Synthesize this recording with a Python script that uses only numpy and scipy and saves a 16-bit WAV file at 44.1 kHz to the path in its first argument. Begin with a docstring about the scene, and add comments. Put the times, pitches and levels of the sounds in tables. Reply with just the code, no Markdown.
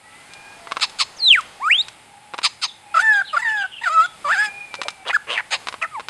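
"""A lyrebird's imitations

A lyrebird on the ground of a wooded enclosure, about a metre away, gives shutter-like clicks and rasps,
a falling and a rising whistle, four hoarse wails, then growls, a hoot and a yelp. Its syrinx is the
source, of tones or of pulses; throat, chest and beak are the resonators that filter it.
Other birds call far off over a soft outdoor hush, and the surroundings give a faint echo."""
import sys
import numpy as np
from scipy import signal
from scipy.fft import rfft, irfft
from scipy.io import wavfile
from scipy.ndimage import uniform_filter1d

SR = 44100
rng = np.random.default_rng(int(sys.argv[2]) if len(sys.argv) > 2 else 0)


def store_pcm(level_fs):
    """Save levels as 16-bit WAV."""
    pcm = np.round(np.clip(level_fs, -1, 1) * 32767).astype(np.int16)
    wavfile.write(sys.argv[1], SR, np.atleast_2d(pcm).T)


N = 268921
BAND_LIMIT_HZ = 15750


def amp(db):
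    """Amplitude ratio of a level in decibels."""
    return 10 ** (np.asarray(db) / 20)


def unit_rms(x):
    """Normalisation to rms 1."""
    return x / np.sqrt(np.mean(x ** 2) + 1e-20)


def steadied(x):
    """Division by the running rms flattens the envelope and keeps the grain."""
    return x / np.sqrt(abs(uniform_filter1d(x ** 2, 500)) + 1e-12)


def level_at(spectrum, hz):
    """Level of a spectrum, interpolated over log frequency."""
    f, db = np.transpose(spectrum)
    return np.interp(np.log(hz + 1), np.log(f + 1), db)


def contours(rows):
    """Sample times of a call, then each column interpolated linearly."""
    times, *columns = np.transpose(rows)
    t = np.arange(times[0], times[-1], 1 / SR)
    return [t] + [np.interp(t, times, column) for column in columns]


def progress(length):
    """Normalised time, 0 to 1 over a note."""
    return np.linspace(0, 1, int(length * SR))


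def phase_of(hz):
    """Phase is the time integral of frequency."""
    return 2 * np.pi * np.cumsum(hz) / SR


def add(mix, start, sound):
    """Superposition of a sound on the mix from its start time."""
    part = mix[max(round(start * SR), 0):][:len(sound)]
    part += sound[:len(part)]


def faded(x):
    """A cosine taper softens both ends of a call."""
    return x * signal.windows.tukey(len(x), min(1, 200 / len(x)))


def gate(size, edge_s):
    """Trapezoidal envelope: attack, hold and release."""
    t = np.arange(size) / SR
    return np.minimum(np.minimum(t, t[::-1]) / edge_s, 1)


def wander(size, hz):
    """Random modulation: noise of rms about 1, low-passed near hz."""
    f = np.fft.rfftfreq(size + 4096, 1 / SR)
    spectrum = rfft(rng.standard_normal(2 * len(f) - 2))
    return unit_rms(irfft(spectrum * np.exp(-(f / hz) ** 2)))[:size]


def colour(x, spectrum, tilt_db=0):
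    """Minimum-phase filter with the given spectrum, tilted by tilt_db an octave."""
    hz = np.fft.rfftfreq(2048, 1 / SR)
    octaves = np.log2(np.clip(hz, 500, 7000) / 2000)
    log_gain = np.log(amp(level_at(spectrum, hz) + tilt_db * octaves))
    log_response = signal.hilbert(np.r_[log_gain, log_gain[-2:0:-1]]).conj()
    taps = np.fft.ifft(np.exp(log_response)).real
    return signal.fftconvolve(x, taps[:len(hz)])[:len(x)]


def cut(x, order, hz, kind):
    """Maximally flat low-pass or high-pass filter."""
    return signal.sosfilt(signal.butter(order, hz, kind, fs=SR, output="sos"), x)


def resonate(x, hz, *widths_hz):
    """Resonators in cascade, one per bandwidth, with unit gain at a centre hz that may slide."""
    carrier = np.exp(1j * phase_of(hz * np.ones(len(x))))
    for width in widths_hz:
        pole = np.exp(-np.pi * width / SR)
        x = 2 * (carrier * signal.lfilter([1 - pole], [1, -pole], x / carrier)).real
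    return x


def pulses(size, rate_hz, jitter, air):
    """Pulse-train source: uneven slaps of the syrinx membranes, with some rushing air."""
    cycles = np.cumsum(rate_hz * np.exp(jitter * wander(size, rate_hz))) / SR
    slaps = np.diff(np.floor(cycles), prepend=0) * np.exp(jitter * rng.standard_normal(size) / 2)
    return unit_rms(slaps - slaps.mean()) + air * rng.standard_normal(size)


def dip_gain(hz):
    """Frequency-dependent gain: a gliding tone dips briefly as it passes certain pitches."""
    # f/Hz, width/Hz, depth/dB
    dips = [(1600, 75, 13), (2550, 30, 17), (2940, 65, 8), (3405, 84, 12), (4360, 84, 15)]
    return amp(-sum(depth / (1 + ((hz - centre) / width) ** 2) ** 2 for centre, width, depth in dips))


def hush(air_db=-48.5, swell_db=1.5):
    """Filtered noise: steady outdoor air, and a soft rustle that comes and goes."""
    # spectra of the air and the rustle: f/Hz, relative level/dB
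    air_spectrum = [(15, -55), (25, -11.5), (113, 0), (482, -6), (782, -2), (997, -5.5), (1300, -3),
                    (1710, -4.5), (2120, -1), (4380, -10.5), (5730, -13.5), (6210, -15), (8810, -8.5),
                    (10900, -14.5), (15500, -58)]
    rustle_spectrum = [(300, -5.5), (800, 3), (2200, -6), (4500, -7.5), (7000, -12), (12000, -25),
                       (15000, -64)]
    # envelope of the rustle: t/s, level/dB
    rustle_levels = [(0, -76), (.3, -50), (.5, -47.5), (.9, -46.5), (1.5, -46), (1.9, -52.5), (2.2, -73),
                     (4.4, -50.5), (5.4, -57), (5.62, -47), (6.1, -65)]
    rustle_db = np.interp(np.arange(N) / SR, *np.transpose(rustle_levels))
    air_gain = amp(air_db + swell_db * wander(N, 2.9))
    air = unit_rms(colour(rng.standard_normal(N), air_spectrum))
    rustle = unit_rms(colour(rng.standard_normal(N), rustle_spectrum))
    return air_gain * air + amp(rustle_db) * rustle


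def far_ring(hz=840, width_hz=110, db=-57, swell_db=3):
    """Narrow-band noise is heard as a faint ring in the distance."""
    ring = resonate(rng.standard_normal(N), hz, width_hz, width_hz)
    return amp(db + swell_db * wander(N, 3)) * unit_rms(ring)


def far_cries(mix, waver=0.008, fading=0.3):
    """Fading: a far bird's three harmonics swell and sink on their way through the trees."""
    # t/s, length/s, start f/Hz, end f/Hz, level/dB of harmonics 1, 2 and 3
    calls = [(0, 0.29, 630, 702, -73, -57.5, -54.5), (.26, 0.32, 801, 817.4, -58, -53.5, -50),
             (.56, 0.18, 692, 668, -47, -61, -58), (2.05, 0.34, 802, 841, -52.5, -77, -86),
             (2.85, 0.12, 829, 820, -46, -75, -55.5), (4.44, 0.21, 794, 816.5, -50.5, -57, -38),
             (4.66, 0.3, 785, 783, -59, -61, -42), (4.95, 0.21, 764, 776, -51, -69, -54)]
    for start, length, start_hz, end_hz, *levels in calls:
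        size = int(length * SR)
        phase = phase_of(np.linspace(start_hz, end_hz, size) * (1 + waver * wander(size, 120)))
        tone = sum(np.sqrt(2) * amp(db) * (1 + fading * wander(size, 52)) * np.sin(k * phase)
                   for k, db in enumerate(levels, 1))
        add(mix, start, tone * signal.windows.tukey(size, 0.4))


def clicks(mix, echo_s=0.0008, flutter_s=0.0046, hard_until_s=0.79, saturation=1.06, size=1500):
    """Impulse excitation: a sharp snap and its instant echo knock hollowly, then a flutter dies."""
    # t/s, peak level before rounding/dB, tilt/(dB per octave)
    snaps = [(.336, -19.5, 8), (.672, -17, -4), (.713, -15, -2), (.72, -4, -1), (0.7625, -19, -1),
             (0.769, -5, -2), (.798, -13.5, 1), (.897, -21.5, 8), (1.409, -18, 13), (1.8841, -15, 4.5),
             (2.3372, -13, -4), (2.3429, -11, -4), (2.3808, -14, 2), (2.388, -6.5, -2.5), (2.4174, -18, -2),
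             (4.06, -18, 3.5), (4.7416, -8, -1), (4.753, -14.5, 4), (4.8162, -3.5, 0), (4.834, -13, 4.5),
             (4.8837, -2, 1.5), (4.9052, -18, 8), (5.6714, -7.5, -1.5), (5.6855, -4, 0.5), (5.726, -15, -1),
             (5.7412, -12, -4.5), (5.997, -13, -4), (6.0054, -16, -3), (6.0854, -6.5, 0.5),
             (6.096, -16, -.5)]
    # spectrum of a snap: f/Hz, gain/dB
    spectrum = [(100, -30), (300, -11.5), (700, -2.5), (1250, -5), (1800, -2.5), (2500, -3), (4000, -4.5),
                (5100, -10.5), (5700, -8.5), (6300, -14.5), (9000, -19), (11000, -28), (15000, -93)]
    t = np.arange(size) / SR
    for start, db, tilt_db in snaps:
        flutter = pulses(size, rate_hz=1000, jitter=0.25, air=0.45)
        drive = 0.091 * flutter * np.exp(-t / flutter_s) * (t > 2 * echo_s)
        drive[0] += 1
        drive[round(echo_s * SR)] += 0.41  # reflection off the ground
        hardness = 2.2 if start < hard_until_s else 1
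        knock = 0.94 * hardness * resonate(drive, 1200, 380)
        snap = colour(drive + knock, spectrum, tilt_db)
        rounded = np.tanh(saturation * snap / abs(snap).max()) / saturation
        add(mix, start, amp(db) * cut(rounded, 6, 10500, "low"))


def rasps(mix, split_hz=5700, body_sag_db=22.5, treble_sag_db=24):
    """Source and filter: fast, uneven pulses pass the wide open beak over a falling low resonance."""
    # t/s, length/s, body level/dB, treble level/dB, tilt/(dB per octave)
    bursts = [(.806, 0.053, -13, -18.5, 0), (.985, 0.055, -12.5, -16.5, 2), (2.428, 0.054, -11.5, -17, 1.5),
              (2.613, 0.057, -16, -22.5, 2.5), (5.504, .067, -17, -23, -5.5)]
    # response through the open beak: f/Hz, gain/dB
    spectrum = [(200, -52), (500, -23.5), (800, -8.5), (1150, -25.5), (1650, -9.5), (2500, -2.5),
                (3300, -6.5), (4000, 0), (5100, 0), (5700, -11.5), (6400, 9.5), (7500, -5), (9000, -10.5),
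                (10500, -23.5), (15000, -61)]
    for start, length, db, treble_db, tilt_db in bursts:
        u = progress(length)
        drive = pulses(len(u), rate_hz=980, jitter=0.25, air=0.58)
        voice = colour(drive, spectrum, tilt_db)
        falling = steadied(resonate(drive, np.linspace(1600, 850, len(u)), 220, 220))
        body = steadied(cut(voice, 6, split_hz, "low")) + amp(-12) * falling
        treble = steadied(cut(voice, 6, split_hz, "high"))
        # the treble peaks sooner and falls further
        body *= amp(db - body_sag_db * (2 * (u - 0.5)) ** 2)
        treble *= amp(treble_db - treble_sag_db * (2 * (u - 0.45)) ** 2)
        add(mix, start, gate(len(u), edge_s=0.0038) * (body + treble))


def whistles(mix, waver=0.0063, rolloff_db=-1.0, flicker_db=4):
    """Frequency modulation: nearly pure sweeps with faint, flickering overtones."""
    # one curve a sweep: t/s, f/Hz, level/dB
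    sweeps = [
        [(1.165, 7000, -46), (1.192, 5050, -39.5), (1.212, 4347, -20.5), (1.275, 3850, -11.5),
         (1.315, 3077, -4.5), (1.345, 2300, -11), (1.365, 1648, -15.5), (1.39, 1328, -17), (1.41, 955, -36)],
        [(1.598, 700, -39.5), (1.628, 1077, -25), (1.678, 1320, -15.5), (1.697, 1640, -17), (1.716, 2380, -9),
         (1.733, 2800, -10), (1.753, 3170, -16), (1.811, 3830, -15.5), (1.838, 5160, -51)],
        [(5.912, 1293, -43), (5.935, 1242, -38), (5.955, 1122, -27), (5.972, 910, -29.5), (5.988, 850, -27),
         (5.996, 820, -40)],
    ]
    # spectral envelope of the overtones before roll-off: f/Hz, relative level/dB
    spectrum = [(1900, -13), (2500, -20), (3500, -41), (5000, -32), (6000, -40.5), (7300, -24.5),
                (9000, -33.5), (11000, -46.5), (15000, -61)]
    # one value a sweep: overtone gain/dB
    brightness = [0.5, 1, -3]
    for rows, brightness_db in zip(sweeps, brightness):
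        t, hz, db = contours(rows)
        phase = phase_of(hz * (1 + waver * wander(len(t), 270)))
        tone = dip_gain(hz) * np.sin(phase)
        for k in range(2, 11):
            overtone_db = level_at(spectrum, k * hz) + rolloff_db * k + flicker_db * wander(len(t), 71)
            tone += amp(overtone_db + brightness_db) * (k * hz < BAND_LIMIT_HZ) * np.sin(k * phase)
        add(mix, t[0], faded(np.sqrt(2) * amp(db) * tone))


def glide(length, start_hz, end_hz, db, waver, rough):
    """A short exponential sweep, randomly modulated in frequency and amplitude."""
    size = int(length * SR)
    hz = np.geomspace(start_hz, end_hz, size) * (1 + waver * wander(size, 360))
    tone = np.sin(phase_of(hz)) * (1 + rough * wander(size, 430))
    tone *= signal.windows.tukey(size, 0.7)
    return amp(db) * unit_rms(cut(tone, 4, 420, "high"))


def chirps(mix, fall_octaves_per_s=7.5):
    """Downward frequency sweeps of a small bird further off."""
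    # t/s, length/s, start f/Hz, level/dB
    notes = [(2.668, 0.043, 4075, -40), (3.122, 0.055, 4160, -38.5), (3.238, 0.065, 4360, -43),
             (3.272, 0.022, 4250, -39.5), (3.28, 0.041, 3340, -40), (3.484, .027, 3150, -39),
             (3.565, 0.035, 3754, -38.5), (3.588, 0.048, 3430, -36.5), (3.711, 0.045, 3364, -40),
             (3.759, 0.019, 3260, -39), (3.777, 0.022, 2890, -38), (4.029, .035, 3810, -37.5)]
    for start, length, hz, db in notes:
        end_hz = hz * 2 ** (-fall_octaves_per_s * length)
        add(mix, start, glide(length, hz, end_hz, db, waver=0.019, rough=0.4))


def cry(start, hz, main_gain, fundamental_gain, upper_gain, rough, buzz,
        beat_hz=172, beat_from_s=4.245, beat_to_s=4.395, bounce_s=0.000803):
    """Formant tuning: a harmonic voice whose second harmonic is picked out by the throat."""
    # response of the throat: f/Hz, gain/dB
    throat = [(2000, 16), (2700, 9), (3400, 5.5), (4200, -0.5), (4900, 6), (5700, -16), (6400, -2.5),
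              (7300, -3), (8000, -5), (9000, -12), (11000, -22.5), (15000, -40)]
    size = len(hz)
    t = start + np.arange(size) / SR
    phase = phase_of(hz * (1 + 0.05 * rough * wander(size, 450)))
    main = np.sin(2 * phase) * (1 + 0.11 * rough * wander(size, 233))
    # the other side of the syrinx sings close to the last wail and beats with it
    beat_progress = np.clip((t - beat_from_s) / (beat_to_s - beat_from_s), 0, 1)
    other_gain = amp(-7.5) * np.sqrt(np.maximum(np.sin(np.pi * beat_progress), 0))
    other_side = np.sin(2 * phase - 2 * np.pi * beat_hz * (t - start))
    main = (main + other_gain * other_side) / np.sqrt(1 + other_gain ** 2)
    # period doubling: strong and weak cycles in turn put lines halfway between the harmonics
    doubling = buzz * np.cos(phase / 2)
    main *= 1 + 4 * amp(-12) * doubling
    overtones = np.zeros(size)
    for k in range(3, 20):
        flicker_db = 4 * wander(size, 39)
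        db = level_at(throat, k * hz) - 3 * (k % 2) + 0.53 * k + flicker_db
        overtones += amp(db) * np.sin(k * phase + rng.uniform(0, 2 * np.pi))
    puffs = rng.standard_normal(size) * (1 + np.cos(phase))
    breath = unit_rms(colour(puffs, [(300, -26), (900, -10)] + list(throat)))
    upper = unit_rms(overtones) * (1 + 2 * doubling) + (0.28 + 0.59 * rough) * breath
    # the reflection off the ground comb-filters the overtones
    upper = steadied(upper + 0.21 * np.interp(t - bounce_s, t, upper))
    lower = np.sqrt(2) * (main_gain * main + fundamental_gain * np.sin(phase))
    return faded(lower + upper_gain * amp(-3) * upper)


def yips(mix):
    """Voice breaks: hoarse scraps of the cry swell and die on the way into and out of a wail."""
    # t/s, length/s, start f/Hz, end f/Hz, second-harmonic level/dB, overtone gain/dB
    notes = [(2.94, 0.025, 681, 612, -14.5, -29), (2.962, 0.027, 683, 642, -9.5, -23.5),
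             (2.988, 0.019, 688, 770, -10.5, -26), (3.001, 0.018, 798, 777, -20.5, -25),
             (3.205, 0.021, 820, 692, -17, -39.5), (3.328, 0.038, 632, 569, -18, -33.5),
             (3.363, 0.022, 715, 673, -12, -28), (3.384, 0.032, 893, 855, -26.5, -34),
             (3.416, 0.028, 970, 940, -22.5, -37.5), (3.628, 0.039, 787, 740, -21, -42.5),
             (3.811, 0.023, 898, 928, -33.5, -41), (3.833, 0.022, 1030, 848, -21, -29.5),
             (3.853, .042, 779, 650, -15, -28)]
    for start, length, start_hz, end_hz, db, upper_db in notes:
        u = progress(length)
        arch = abs(np.sin(np.pi * u))
        hz = start_hz + (end_hz - start_hz) * u
        yip = cry(start, hz, amp(db) * arch ** 0.96, amp(-34) * arch, amp(upper_db) * arch ** 0.24,
                  rough=0.58, buzz=0.051)
        add(mix, start, yip)


def wails(mix, clearing=0.49, buzz_from=0.65, buzz_rise=0.098, beak_hz=7280, beak_width_hz=560):
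    """Held cries start hoarse, clear, and end in period doubling; the open beak resonates shrilly."""
    # one curve a wail: t/s, fundamental f/Hz, second-harmonic level/dB, overtone gain/dB
    curves = [
        [(3.014, 855, -27, -22), (3.035, 896, -19, -35.5), (3.098, 870, -9.5, -36), (3.14, 831, -16, -32),
         (3.209, 777, -16.5, -36.5)],
        [(3.443, 941, -20, -37), (3.482, 889, -18, -34.5), (3.538, 862, -21.5, -37.5), (3.6, 809, -22.5, -38.5),
         (3.636, 777, -21.5, -36)],
        [(3.89, 589.5, -22, -36), (3.935, 661, -21.5, -31), (3.98, 647, -10, -33.5), (4.004, 643, -9, -28.5),
         (4.04, 698, -20.5, -32.5), (4.065, 740, -21, -47)],
        [(4.243, 589, -21.5, -41), (4.283, 579, -21.5, -28), (4.306, 700, -15, -28), (4.333, 930, -15.5, -25.5),
         (4.361, 725, -24.5, -30), (4.395, 834, -15.5, -26.5), (4.425, 856, -16, -30),
         (4.46, 839, -26.5, -24.5), (4.495, 810, -37, -50)],
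    ]
    # one row a wail: fundamental level/dB, roughness (0-1), buzz (0-1), beak gain/dB
    timbres = [(-31.5, 0.14, 0.06, -20), (-33, 0.26, 0.06, -2), (-40, 0.15, 0.03, 3),
               (-34.5, 0.42, 0.31, -14)]
    for rows, (fundamental_db, rough, buzz, beak_db) in zip(curves, timbres):
        t, hz, db, upper_db = contours(rows)
        u = np.linspace(0, 1, len(t))
        hoarseness = rough * (1 + clearing * (1 - 2 * u))
        buzzing = buzz * np.clip((u - buzz_from) / buzz_rise, 0, 1)
        voice = cry(t[0], hz, amp(db), amp(fundamental_db), amp(upper_db), hoarseness, buzzing)
        voice *= gate(len(t), edge_s=0.0074)
        beak = resonate(voice, beak_hz, beak_width_hz, beak_width_hz)
        add(mix, t[0], voice + amp(beak_db) * beak)


def grunts(mix):
    """Deep random modulation roughens soft, low notes between the clicks."""
    # t/s, length/s, start f/Hz, end f/Hz, level/dB
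    notes = [(4.779, 0.035, 535, 590, -39.5), (4.844, 0.033, 724, 527, -35)]
    for start, *note in notes:
        add(mix, start, glide(*note, waver=0.066, rough=0.74))


def growl(rows, rate_hz, jitter, air, width_hz, edge_db, throb, rumble_db, throb_hz=130):
    """Forced resonance: bunched pulses ring the chest and a throat formant moved by the closing beak."""
    # responses of the chest, the hard edge and the throat: f/Hz, gain/dB
    chest_spectrum = [(150, -19), (350, -14), (600, -6), (1000, 13.5), (1350, 9), (1900, 5.5), (4000, -52),
                      (12000, -91)]
    edge_spectrum = [(1200, -15), (4000, -7), (5000, -1.5), (6300, -2.5), (7500, -6), (9000, -6),
                     (11000, -18), (15000, -51)]
    throat_spectrum = [(3500, 11), (5000, 14.5), (7000, -30), (12000, -59)]
    t, hz, throat_db, chest_db = contours(rows)
    drive = pulses(len(t), rate_hz, jitter, air)
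    formant = steadied(resonate(drive, hz, width_hz, width_hz, width_hz))
    throat = steadied(colour(formant, throat_spectrum))
    edge = steadied(colour(drive, edge_spectrum)) * (hz / 3200) ** 3  # dies as the beak closes
    rumble_hz = np.geomspace(430, 1050, len(t))  # climbs as the throat tightens
    rumble = steadied(resonate(drive, rumble_hz, 300, 350))
    chest = steadied(steadied(colour(drive, chest_spectrum)) + amp(rumble_db) * rumble)
    bunches = 1 + throb * np.sin(phase_of(throb_hz * (1 + 0.22 * wander(len(t), 51))))
    return faded(bunches * (amp(throat_db) * (throat + amp(edge_db) * edge) + amp(chest_db) * chest))


def growls(mix):
    """Aperiodic pulses and a broad formant make two rough growls."""
    # one curve a growl: t/s, formant f/Hz, throat level/dB, chest level/dB
    curves = [
        [(5.05, 2480, -47, -44), (5.07, 3020, -36, -29.5), (5.085, 3450, -25.5, -33.5),
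         (5.097, 2740, -28, -22.5), (5.108, 2050, -17.5, -25), (5.122, 1700, -31, -49)],
        [(5.268, 2320, -46, -42.5), (5.305, 2750, -24, -28.5), (5.335, 3120, -26.5, -30.5),
         (5.372, 2140, -26.5, -35), (5.378, 1950, -16.5, -38), (5.407, 1660, -25, -29), (5.417, 1500, -55, -50)],
    ]
    for rows in curves:
        add(mix, rows[0][0], growl(rows, rate_hz=510, jitter=0.39, air=0.38, width_hz=1120,
                                   edge_db=-13.5, throb=0.21, rumble_db=-3.5))


def hoot(mix):
    """The harmonic cry in one quick arch of pitch, its envelope peaking late."""
    # t/s, length/s, f/Hz at the ends and at the top, gain/dB of harmonic 2, fundamental and overtones
    note = (5.128, 0.0432, 608, 856.5, -9.5, -50, -30)
    start, length, end_hz, top_hz, db, fundamental_db, upper_db = note
    u = progress(length)
    arch = abs(np.sin(np.pi * u))
    hz = end_hz + (top_hz - end_hz) * arch
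    swell = abs(np.sin(np.pi * u ** 1.6)) ** 0.62
    main_gain = amp(db) * swell * dip_gain(2 * hz)
    upper_gain = amp(upper_db) * np.sqrt(arch)
    add(mix, start, cry(start, hz, main_gain, amp(fundamental_db), upper_gain, rough=0.16, buzz=0))


def yelp(mix):
    """Nearly periodic pulses and a narrower formant make a short, clearer growl."""
    # t/s, formant f/Hz, throat level/dB, chest level/dB
    rows = [(5.812, 3080, -47, -61), (5.817, 2700, -36, -27.5), (5.826, 2570, -19, -24.5),
            (5.833, 2120, -24.5, -24), (5.846, 1900, -21.5, -25.5), (5.85, 1350, -27, -27),
            (5.859, 1260, -32, -35), (5.871, 1300, -63, -48)]
    add(mix, rows[0][0], growl(rows, rate_hz=660, jitter=0.054, air=0.087, width_hz=510,
                               edge_db=-11, throb=0.054, rumble_db=-31))


def echo(x, early_db=-24, early_t60=0.31, late_db=-29, late_t60=0.49):
    """Reverberation: near ground and trunks scatter quickly, the far enclosure weakly and for longer."""
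    # spectrum of the reflections: f/Hz, relative level/dB
    spectrum = [(200, -13.5), (800, -2), (1800, 0), (3000, -1.5), (4500, -1), (7000, 6.5), (12000, -15.5)]
    t = np.arange(SR) / SR
    reflections = rng.standard_normal((2, SR)) * (rng.random((2, SR)) < 0.06) * (t > 0.004)
    response = np.zeros(SR)
    for taps, db, t60 in zip(reflections, (early_db, late_db), (early_t60, late_t60)):
        tail = colour(taps * amp(-60 * t / t60), spectrum)
        response += amp(db) * tail / np.linalg.norm(tail)
    return signal.fftconvolve(x, response)[:N]


def scene():
    """Superposition of the near lyrebird, the more reverberant far birds and the air around them."""
    near, far = np.zeros((2, N))
    for source in (whistles, wails, yips, hoot, rasps, growls, yelp, clicks, grunts):
        source(near)
    chirps(far)
    far_cries(far)
    return (near + far + echo(near + amp(19.5) * far) + hush() + far_ring())[None]


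def record(dry):
    """Filtering: the microphone port cuts two narrow notches, and a low-pass limits the band."""
    # f/Hz, width/Hz
    notches = [(5720, 280), (6900, 190)]
    for hz, width in notches:
        dry = signal.lfilter(*signal.iirnotch(hz, hz / width, fs=SR), dry)
    low_pass = signal.firwin(511, BAND_LIMIT_HZ, window=("kaiser", 9), fs=SR)
    return signal.oaconvolve(dry, low_pass[None], "same")


dry = scene()
out = record(dry)
store_pcm(out)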